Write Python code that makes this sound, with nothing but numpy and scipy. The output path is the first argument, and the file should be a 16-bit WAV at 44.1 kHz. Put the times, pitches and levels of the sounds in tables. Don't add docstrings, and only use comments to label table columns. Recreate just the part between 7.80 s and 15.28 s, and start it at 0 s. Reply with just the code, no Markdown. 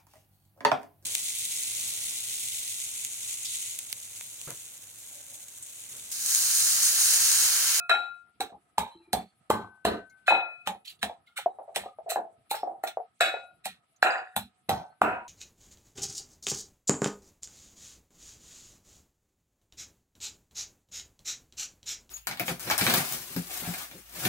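import sys
import numpy as np
from scipy import signal
from scipy.fft import rfft, irfft, next_fast_len
from scipy.io import wavfile
from scipy.ndimage import uniform_filter1d

SR = 44100
rng = np.random.default_rng(int(sys.argv[2]) if len(sys.argv) > 2 else 0)


def wav_out(sig):
    wavfile.write(sys.argv[1], SR, np.round(np.clip(np.atleast_2d(sig).T, -1, 1) * 32767).astype(np.int16))


def decibels_to_gain(level_db):
    exponent = np.asarray(level_db, float) / 20
    return 10 ** exponent


N = 329868
LONG = int(0.6 * SR)
T = np.arange(LONG) / SR

# freq_hz, level_db per Hz
AIR = [(24, -52), (60, -10.5), (141, -9.5), (510, -23.5), (2090, -30.5), (6020, -50), (9240, -40),
       (16500, -62.5)]
# centre_hz, width_log_hz, boost_db
AIR_BANDS = [(725, 0.12, 11.5), (1280, 0.058, 13.5), (4250, 0.48, 5.5), (8350, .06, 7), (10400, 0.048, 12)]
AIR_FLUTTER_DB = (4.5, 3.5, 2, 5.5, 5.5)
# pitch_hz, level_db, t60_s
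LEFT_OVER = [(701, -52, .5), (735, -60, .4), (1390, -37, .9), (2551, -40, .7), (3883, -65, .4),
             (3998, -65, .4)]

# start_s, crunch_db, t60_s, dullness_db per octave, snap_db
CRUSHES = [(0.096, -18, 0.43, 4, 6.5), (0.606, -22, 0.22, 0, 9.5), (0.982, -23, 0.31, 1, 15.5),
           (1.331, -22, 0.27, -1.5, 15), (1.702, -22, 0.32, 0, 14), (2.0511, -18.5, 0.32, 2, 9),
           (5.038, -26.5, 0.075, -5.5, 4.5), (5.4085, -11, 0.39, 4, 3.5), (6.226, -18.5, 0.41, 3.5, 11.5),
           (6.564, -20.5, 0.23, -2.5, 13.5), (6.8928, -24, 0.326, -0.5, 15.5), (7.216, -34.5, 0.48, -1, 18)]
# start_s, crunch_db, t60_s, dullness_db per octave, snap_db
SQUEEZES = [
    (2.4783, -19.5, 0.31, 4, 3.5),
    (2.8731, -21.5, 0.2, 2.5, 13),
    (3.2294, -21, 0.23, 2.5, 15.5),
    (3.5757, -20.5, 0.2, 1.5, 2),
    (3.9607, -21, 0.28, 0.5, 14),
    (4.3053, -17, 0.19, -2.5, -22),
    (4.7124, -21.5, 0.25, -3, 4.5),
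    (4.7525, -30.5, 0.23, -1.5, 5),
    (5.0754, -25.5, 0.17, 0.5, -2.5),
    (5.856, -23, 0.23, 0, 13.5),
]
# freq_hz, level_db per Hz
CRUNCH = [(650, -42), (1300, -2), (4200, 3), (4750, -13), (6600, -11), (7950, -5), (9700, -13),
          (15300, -16)]

# start_s, peak_db, hollow_hz, clack_db re peak
BLOWS = [(0.095, -19, 679, 10), (0.114, -24, 680, -18), (0.131, -33, 758, 14.5), (0.982, -17, 846, -3.5),
         (1.334, -18.5, 739, -21), (1.702, -19, 585, 0), (2.051, -15.5, 689, 4), (2.48, -12, 703, 4),
         (2.507, -15, 800, 1.5), (2.548, -18, 739, -0.5), (2.874, -19, 804, -13.5), (3.586, -35, 750, -19),
         (3.964, -19.5, 730, -27), (4.278, -34, 710, -17), (4.316, -23.5, 717, -4.5),
         (4.359, -19, 727, -6.5), (4.371, -17, 692, -31), (4.712, -17, 815, -15), (4.742, -31, 670, 8),
         (5.037, -19, 690, -6.5), (5.081, -32, 718, -9), (5.408, -16, 682, 12.5), (5.539, -18.5, 718, -8),
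         (5.564, -38.5, 702, 6), (5.858, -32, 763, -14), (6.564, -20, 813, 0.5), (6.893, -14.5, 758, -11.5)]
# start_s, peak_db, hollow_hz, porch_t60_s
ROCKS = [(0.141, -21.5, 723, 0.41), (0.608, -19, 756, 0.2), (0.69, -49.5, 700, 0.17),
         (0.724, -47, 719, 0.16), (0.743, -52, 785, 0.074), (1.707, -12, 837, 0.41),
         (2.521, -10.5, 742, 0.46), (2.893, -32, 734, 0.32), (3.232, -21.5, 721, 0.38),
         (3.296, -27, 755, 0.16), (3.66, -17, 697, 0.088), (3.675, -24.5, 737, 0.29),
         (3.786, -33, 714, 0.25), (3.797, -32.5, 750, 0.18), (3.878, -44, 681, 0.29),
         (3.892, -56, 720, 0.088), (4.036, -37, 745, 0.1), (4.059, -22, 725, 0.2),
         (4.186, -37.5, 665, 0.09), (4.199, -51.5, 698, 0.2), (4.261, -29, 640, 0.78),
         (4.386, -18, 716, 0.065), (4.427, -50, 720, 0.14), (4.831, -16, 719, 0.37),
         (4.873, -24, 724, 0.37), (4.915, -68, 770, 0.09), (5.171, -21.5, 681, 0.15),
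         (5.2, -26.5, 710, 0.18), (5.433, -20, 717, 0.67)]
# pitch_ratio, level_db, t60_s
HOLLOW = [(0.622, -12.5, .03), (.76, -8, 0.027), (0.999, 3, 0.038), (1.02, -15.5, 0.11),
          (1.089, -2.5, 0.041), (1.241, -12.5, 0.033), (1.502, -24, 0.023)]
# pitch_hz, level_db, t60_s
CLACK = [(1370, -0.5, 0.011), (1653, -1.5, 0.013), (2000, -17, 0.018), (2570, -20, .01)]

# start_s, first_ring_db, first_ring_hz, second_ring_db, third_ring_db
RIMS = [
    (0.097, -33, 1396, -35, -32),
    (0.1114, -30.5, 1396, -33, -41.5),
    (2.48, -27, 1390, -15.5, -39.5),
    (4.716, -51, 1384, -48, -49.5),
    (5.034, -47.5, 1410, -52.5, -64),
    (5.406, -32.5, 1425, -35, -27.5),
]
RIM_ASIDE = [
    (1.2, 0.1, .55),
    (1.2, 0.1, .55),
    (.6, -.05, .7),
    (.4, .2, .3),
    (.4, 0, 0),
    (.8, 1.1, .6),
]
UPPER_HZ = (2546, 3885)
# t60_s, gate_close_s at -30 dB, twin_db
RINGS = [
    (.58, 0.42, -11.5),
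    (.55, 0.36, -16),
    (0.4, 0.33, -14),
]
TWINS = (1.2, 1.012, 1.028)
# pitch_hz, level_db re first ring, t60_s
RIM_HIGH = [(1744, -7.5, 0.17), (4350, -27, 0.15), (5550, -23, 0.16), (6500, -25, 0.13), (7800, -28, 0.28),
            (8840, -28, 0.15), (10200, -33, .12)]
# start_s, level_db, pitch_hz, t60_s
WOKEN = [(0.098, -19.5, 2502, 0.18), (0.098, -25.5, 2550, 0.23), (0.096, -26, 3995, .22),
         (0.096, -38.5, 3100, 0.12), (0.113, -30.5, 2590, .3), (2.48, -33.5, 3996, 0.39),
         (2.48, -38, 2680, .4), (2.48, -40.5, 2433, .3), (5.407, -41, 2732, .4), (5.407, -41, 2400, 0.28),
         (5.6, -49.5, 683, .35)]

# start_s, level_db, centre_hz, spread_0_to_1, t60_s
CHATTER = [(0.098, -26, 2210, 0.26, 0.22), (0.112, -34.5, 3884, 0.03, 0.35), (2.481, -30, 2923, 0.19, 0.36),
           (2.482, -39, 3170, 0.23, 0.21), (2.49, -55, 5470, 0, 0.2), (4.75, -47, 5250, 0.04, 0.26),
           (5.408, -38, 2884, 0.28, 0.31), (5.41, -49, 4470, 0.2, 0.19), (5.41, -52.5, 5550, 0, .3),
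           (6.228, -30.5, 2600, 0.06, 0.51), (6.895, -44, 4900, 0.17, 0.33), (6.23, -30, 1620, 0.1, 0.64),
           (0.1, -36, 1700, 0.05, 0.34), (2.053, -42, 3500, 0.22, 0.27), (6.897, -32.5, 785.5, 0.3, 0.19),
           (7.22, -42, 2560, 0.04, 0.22), (7.225, -33.5, 962, 0, 0.97), (1.71, -35.5, 949, 0.2, 0.49),
           (1.71, -49, 3300, 0.5, 0.19), (6.3, -46.5, 4800, 0.004, 0.39), (6.24, -52.5, 7300, 0.06, 0.46),
           (3.6, -47, 2700, 0.2, 0.1)]
# start_s, peak_db, pitch_hz, t60_s
PUNCHES = [(0.101, -22, 1340, 0.0039), (0.1147, -15.5, 1210, 0.0062), (0.9815, -10.5, 919, 0.02),
           (1.7016, -9.5, 468, 0.015), (1.7038, -9, 1136, 0.011), (1.7056, -22.5, 980, 0.0073),
           (2.052, -14, 1020, 0.01), (2.480, -8.5, 1605, 0.013), (2.5235, -12, 865, 0.018),
           (5.404, -27, 1570, 0.019), (6.2273, -6, 1625, 0.013), (6.8935, -7.5, 757, 0.019),
           (7.2164, -6.5, 1204, 0.0096), (7.2178, -7, 837, 0.011)]

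# start_s, level_db
RAPS = [
    (0.11, -43.5),
    (2.51, -34),
    (4.36, -39.5),
    (4.832, -41.5),
    (5.415, -39),
    (5.688, -70),
    (6.245, -36),
    (7.282, -35.5),
]
# pitch_hz, level_db, t60_s
RAP = [(224, -1.7, 0.0095), (246, -2.5, 0.041), (340, -0.1, 0.096)]
# start_s, level_db, packed_food_db re slab, porch_t60_s
THUDS = [(0.602, -44.5, 10.5, 0.28), (0.72, -53, -1.5, 0.31), (0.979, -32.5, -1.5, 0.3),
         (1.15, -51.5, -11, 0.19), (1.332, -26.5, -7, 0.32), (1.41, -41.5, -10, 0.19),
         (1.699, -30, -2.5, 0.61), (2.05, -29.5, 3, 0.53), (2.87, -40, -9, 0.35), (3.229, -34.5, -13, 0.29),
         (3.968, -50, 0, 0.44), (5.856, -47, -17.5, 0.35), (6.565, -31.5, -13.5, 0.2),
         (6.629, -41, -29, 0.2), (6.889, -29.5, -6, 0.46), (7.214, -38, 4, 0.62)]
# pitch_hz, level_db, t60_s
SLAB = [(86, 6.5, 0.032), (140, -7, 0.0083), (195.4, 4, 0.071), (243, -2, 0.073)]
# pitch_hz, level_db, t60_s
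PACKED = [(314, 0.5, 0.012), (355, 7, 0.019), (430, 0, 0.054), (485, -6.5, 0.031), (980, 3, 0.013),
          (1200, -6.5, 0.049)]

# start_s, level_db, pitch_hz, t60_s
BITS = [(1.102, -49.5, 4030, 0.36), (1.118, -53, 3095, 0.17), (1.149, -45, 342, 0.28),
        (1.155, -56.5, 877, 0.46), (1.218, -58.5, 2370, 0.34), (1.275, -47.5, 358, 0.33),
        (1.34, -47, 4450, 0.34), (1.342, -36, 3490, 0.22), (2.301, -59, 2145, 0.16),
        (3.47, -56.5, 1426, 0.22), (3.469, -56, 2150, 0.14), (3.471, -54, 3910, 0.084),
        (3.661, -64.5, 3860, 0.4), (4.056, -50, 1240, 0.36), (6.12, -63, 682, 0.14),
        (1.185, -66, 2700, 0.19), (6.48, -64.5, 3730, 0.24), (7.102, -59.5, 4230, 0.078)]
# start_s, level_db, t60_s
PESTLE = [
    (1.708, -49, 1),
    (2.055, -47.5, 0.98),
    (6.894, -55, 0.57),
]

# start_s, level_db, swell_s, t60_s
RUSTLES = [
    (3.059, -45.5, 0.013, 0.068),
    (3.08, -38.5, .01, 0.035),
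    (3.101, -43, 0.014, 0.12),
    (3.194, -62, 0.0047, 0.027),
    (3.469, -64.5, .01, 0.24),
]
# freq_hz, level_db per Hz
RUSTLE = [(880, -78), (1500, -30.5), (3220, 0.5), (4460, -6.5), (5120, -19.5), (8240, -22), (9280, -30),
          (16000, -26.5)]
# start_s, level_db, swell_s, t60_s
TICKS = [
    (6.163, -68, .003, 0.0293),
    (2.3, -62, .003, 0.038),
    (5.5, -68, .003, 0.038),
    (5.394, -71, .003, 0.015),
]
# freq_hz, level_db per Hz
TICK = [(2500, -40.5), (4200, -6), (5600, -11.5), (6800, 1), (8600, -32), (12000, -24)]

# start_s, peak_db, hollow_hz
SLAMS = [
    (6.228, -11, 778),
    (7.2175, -13.5, 742),
]
# pitch_hz, level_db, t60_s
STONE = [(480, -18.5, 0.0039), (1006, 2, 0.0083), (1269, -5, 0.011), (1400, 1, 0.019),
         (2150, -13.5, 0.0068), (2500, -15, 0.048)]

# freq_hz, left_minus_right_db
LEFT_MINUS_RIGHT = [(345, -2), (1550, 0.5), (5000, -3), (7000, -6), (7950, -12.5), (10200, 11), (13800, 10),
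                    (15500, -2)]
# freq_hz, lead_rad
LEFT_LEADS = [(0, 0), (690, -.36), (1720, -1.3), (2580, -2.05), (4000, -3.9), (5500, -4.1), (7150, -4.8),
              (9300, -4.6), (13400, -9.4), (16400, -17)]

GATE_RATIO, SLAM_GATE_RATIO = 0.43, 0.26
BLOW_WET_DB, ROCK_WET_DB, WET_DB_PER_DB = -2, -4, -0.56
BLOW_PORCH_S, PORCH_S_PER_DB = 0.18, 0.06
RIM_FLUTTER_DB = 3


def fall(t60, t=T):
    return np.exp(-np.log(1000) * t / np.maximum(t60, 0.003))


def swell(rise_s, t=T):
    return 1 - np.exp(-t / rise_s)


def shut(after, t=T):
    return 1 / (1 + (t / after) ** 6)


def flutter(db, rate, size=LONG):
    hold = int(SR / rate)
    steps = rng.standard_normal(size // hold + 1).repeat(hold)
    return decibels_to_gain(db * uniform_filter1d(steps, hold)[:size])


def colour(x, points):
    size = next_fast_len(x.shape[-1])
    hz, db = np.transpose(points)
    shape = np.interp(np.log(np.fft.rfftfreq(size, 1 / SR) + 1), np.log(hz), db)
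    return irfft(rfft(x, size) * decibels_to_gain(shape), size)[..., :x.shape[-1]]


def unit(x):
    return x / np.sqrt(np.mean(x ** 2))


def ring(modes, spread_db=2.5, size=LONG):
    hz, db, t60 = np.transpose(modes)[:, :, None]
    chance = rng.standard_normal((2, len(modes), 1))
    t = T[:size]
    level = decibels_to_gain(db + spread_db * chance[0])
    sign = np.where(spread_db * chance[1] < 0, -1, 1)
    return np.sum(level * sign * np.sin(2 * np.pi * hz * t) * fall(t60, t), axis=0)


def crackle(points, dull_db, size=LONG):
    bursts = np.minimum(rng.exponential(size=size // 24 + 1), 3).repeat(24)[:size]
    grains = rng.standard_normal(size) * decibels_to_gain(2.5 * bursts)
    hz = np.arange(1000, 17000, 220)
    uneven = 4 * rng.standard_normal(len(hz)) - dull_db * np.log2(hz / 4000)
    return unit(colour(colour(grains, points), np.transpose([hz, uneven])))


def porch():
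    echoes = rng.standard_normal((3, 2 * LONG)) * decibels_to_gain([[0], [-5], [-5]])
    dull = colour(echoes, [(2500, -3.5), (6000, -29.0)])
    return np.array([dull, echoes - dull])


def add(bus, s, dry, wet_db, t60, gate_ratio=GATE_RATIO, build_s=0.0026, aside=0.057, creep=0):
    rows, echoes = bus
    t = T[:int(2 * gate_ratio * t60 * SR)]
    start = rng.integers(LONG)
    dull, bright = echoes[:, :, start:start + len(t)]
    build = 1 - np.exp(-(t / build_s) ** 2)
    tail = dull * fall(t60, t) + bright * fall(0.71 * t60, t)
    tail = tail * build * shut(gate_ratio * t60, t) * decibels_to_gain(wet_db - 28.0)
    out = signal.fftconvolve(tail, dry[None], axes=1)[:, :LONG]
    out[:2, :len(dry)] += np.outer([1, aside], dry)
    out[1, :len(dry)] += creep
    i = int(s * SR)
    rows[:, i:i + out.shape[1]] += out


def air():
    noise = rng.standard_normal((3, N))
    both = colour(noise[0], [(300, -4.5), (3000, -10.5)])
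    apart = colour(noise[1:], [(100, -13.5), (1500, 4.5)])
    grid = np.geomspace(300, 16000, 200)
    boost = sum(db * np.exp(-(np.log(grid / hz) / width) ** 2) for hz, width, db in AIR_BANDS)
    floor = colour(colour(both + apart, AIR), np.transpose([grid, boost]))
    floor = unit(floor) * decibels_to_gain(-72)
    below = [0]
    for hz in (500, 2000, 5500, 9000):
        below.append(colour(floor, [(hz, 0), (1.15 * hz, -40)]))
    below.append(floor)
    bands = zip(below, below[1:], AIR_FLUTTER_DB)
    return sum((top - bottom) * flutter(db, 35, size=N) for bottom, top, db in bands)


def left_over(bus):
    add(bus, 0, ring(LEFT_OVER, 0) * shut(0.078), -26, 0.2, aside=0.067)


def food(bus):
    handfuls = [(0.0069, *row) for row in CRUSHES] + [(0.02, *row) for row in SQUEEZES]  # lead, s
    soft = signal.butter(2, 6000, fs=SR, output="sos")
    for lead, s, db, t60, dull_db, snap_db in handfuls:
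        t = T[:int((lead + t60) * SR)]
        after = np.maximum(t - lead, 0)
        squeeze = np.minimum(t / lead, 1) ** 2
        grind = fall(t60, after) * shut(0.6 * t60, after) * flutter(1.5, 150, size=len(t))
        snap = decibels_to_gain(snap_db + 3.5) * fall(0.008, after) * (t > lead)
        grains = crackle(CRUNCH, dull_db, size=len(t))
        dull = signal.sosfilt(soft, grains)
        grains = dull + (grains - dull) * fall(t60 / 0.9 * 2, after)
        add(bus, s - lead, decibels_to_gain(db - 14.0) * grains * squeeze * (grind + snap), -7, 0.13, aside=0.097)


def bowl(bus):
    size = LONG // 5
    push = swell(0.0009, T[:size])
    lean = signal.butter(2, 330, "high", fs=SR, output="sos")
    knocks = [(*row, BLOW_WET_DB, BLOW_PORCH_S + PORCH_S_PER_DB * (row[1] + 20)) for row in BLOWS]
    knocks += [(s, db, hz, -40.5, ROCK_WET_DB, t60) for s, db, hz, t60 in ROCKS]
    for s, db, hz, clack_db, wet_db, t60 in knocks:
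        wet_db = wet_db + WET_DB_PER_DB * (db + 20)
        body = ring([(hz * ratio, d, t) for ratio, d, t in HOLLOW], size=size)
        stony = [(f * (1 + 0.063 * rng.standard_normal()), d, t) for f, d, t in CLACK]
        clack = ring(stony, 3, size=size)
        knock = decibels_to_gain(db - 2.5) * (body + decibels_to_gain(clack_db) * clack) * push
        add(bus, s, signal.sosfilt(lean, knock), wet_db, max(t60, 0.1))


def ring_gate(after, db):
    return shut(max(after + 0.018 * (db + 30), 0.08))


def rim(bus):
    push = swell(0.0008)
    for s, db, hz, second_db, third_db, *shares in np.hstack([RIMS, RIM_ASIDE]):
        wall = []
        for f, d, (t60, after, twin_db), twin in zip((hz, *UPPER_HZ), (db, second_db, third_db), RINGS, TWINS):
            pair = ring([(f, d, t60), (f * twin, d + twin_db, 0.42 * t60)], 0)
            wall.append(pair * ring_gate(after, d) * flutter(RIM_FLUTTER_DB, 90))
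        wall = np.array(wall)
        high = ring([(f, db + d, t) for f, d, t in RIM_HIGH]) * flutter(5.5, 150)
        hum = ring([(718, db - 5, 0.53)], 0)
        high += hum * flutter(RIM_FLUTTER_DB, 49) * ring_gate(0.37, db)
        add(bus, s, (wall.sum(axis=0) + high) * push, -17, 0.3, creep=shares @ wall * push)
    for s, db, hz, t60 in WOKEN:
        woken = ring([(hz, db, t60)], 0) * flutter(RIM_FLUTTER_DB, 66) * push
        add(bus, s, woken[:int(t60 * SR)], -17, 0.2)


def chatter(bus):
    for s, db, hz, spread, t60 in CHATTER:
        t = T[:int(0.8 * t60 * SR)]
        places = np.linspace(-1.6, 1.6, 12) + 0.1 * rng.standard_normal(12)
        cluster = [(hz * np.exp(spread * k), db - 10, t60) for k in places]
        chat = ring(cluster, 2, size=len(t)) * shut(0.55 * t60, t)
        chat = chat * flutter(5, 200, size=len(t)) * swell(0.004, t)
        add(bus, s, chat, -11, 0.14, aside=0.08)


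def punches(bus):
    t = T[:LONG // 20]
    for s, db, hz, t60 in PUNCHES:
        punch = ring([(hz, db + 4.5, t60)], 0, size=len(t)) * swell(0.00089, t)
        add(bus, s, punch, -12.5, 0.41)


def slab(bus):
    size = LONG // 4
    push = swell(0.004, T[:size])
    for s, db in RAPS:
        add(bus, s, decibels_to_gain(db) * ring(RAP, 2.0, size=size) * push, 4.0, 0.37, 0.4, 0.015)
    for s, db, packed_db, t60 in THUDS:
        thud = ring(SLAB, 2.0, size=size) * push
        packed = decibels_to_gain(packed_db) * ring(PACKED, size=size)
        add(bus, s, decibels_to_gain(db - 4.0) * (thud + packed), 4.0, t60, 0.3, 0.015)


def shell_bits(bus):
    for s, db, hz, t60 in BITS:
        cluster = [(hz * (1 + 0.02 * k), db - 12, t60) for k in rng.standard_normal(6)]
        t = T[:int(t60 * SR)]
        ting = ring(cluster, 2.1, size=len(t)) * shut(1.2 * t60, t) * flutter(5, 130, size=len(t))
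        add(bus, s, ting * swell(0.047 * t60, t), -24, 0.25, aside=0.4)


def pestle(bus):
    for s, db, t60 in PESTLE:
        ting = ring([(1526, db + 2, t60)], 0) * shut(0.84 * t60) * flutter(1.2, 43)
        add(bus, s, ting * swell(0.012), -30, 0.25, aside=0.91)


def rustles_and_ticks(bus):
    touches = [(RUSTLE, *row) for row in RUSTLES] + [(TICK, *row) for row in TICKS]
    for points, s, db, swell_s, t60 in touches:
        t = T[:int((swell_s + t60) * SR)]
        shape = np.minimum(t / swell_s, 1) * fall(t60, np.maximum(t - swell_s, 0))
        grains = crackle(points, 0, size=len(t))
        add(bus, s - swell_s, decibels_to_gain(db) * grains * shape, -3, 0.08, aside=0.21)


def slams(bus):
    blunt = signal.butter(14, 2850, fs=SR, output="sos")
    thin = signal.butter(3, 570, "high", fs=SR, output="sos")
    for s, db, hz in SLAMS:
        stone = [(f, d - 4, t) for f, d, t in STONE]
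        blow = decibels_to_gain(db) * ring([(hz, 0, 0.024)] + stone, 0, size=LONG // 6)
        blow = signal.sosfilt(np.vstack([thin, blunt]), blow)
        add(bus, s, blow, -2.5, 0.78, SLAM_GATE_RATIO, 0.02)
        hum = ring([(742, db - 15.5, 0.57)], 0) * flutter(5.37, 64)
        add(bus, s, hum * swell(0.0073), -15, 0.3)


def scene():
    rows = np.zeros((3, next_fast_len(N + LONG)))
    bus = rows, porch()
    hiss = air()
    for source in (left_over, food, bowl, rim, chatter, punches, slab, shell_bits, pestle,
                   rustles_and_ticks, slams):
        source(bus)
    hz = np.fft.rfftfreq(rows.shape[1], 1 / SR)
    turn = -np.interp(hz, *np.transpose(LEFT_LEADS))
    late = irfft(rfft(rows[0]) * np.exp(-1j * turn), rows.shape[1])[:N]
    apart = colour(rows[1:, :N], [(150, -9.0), (600, 3.5), (1500, 7.0), (8000, 17)]) + hiss
    left = colour(late + apart[0], [(f, d / 2) for f, d in LEFT_MINUS_RIGHT])
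    right = colour(rows[0, :N] + apart[1], [(f, -d / 2) for f, d in LEFT_MINUS_RIGHT])
    return np.array([left, right])


def low_pass(x):
    return signal.sosfilt(signal.butter(12, 16810, fs=SR, output="sos"), x)


def record(dry):
    bass_cut = signal.butter(3, 66, "high", fs=SR, output="sos")
    top_cut = signal.butter(12, 15700, fs=SR, output="sos")
    mix = signal.sosfilt(np.vstack([bass_cut, top_cut]), dry)
    return low_pass(mix)


dry = scene()
out = record(dry)
wav_out(out)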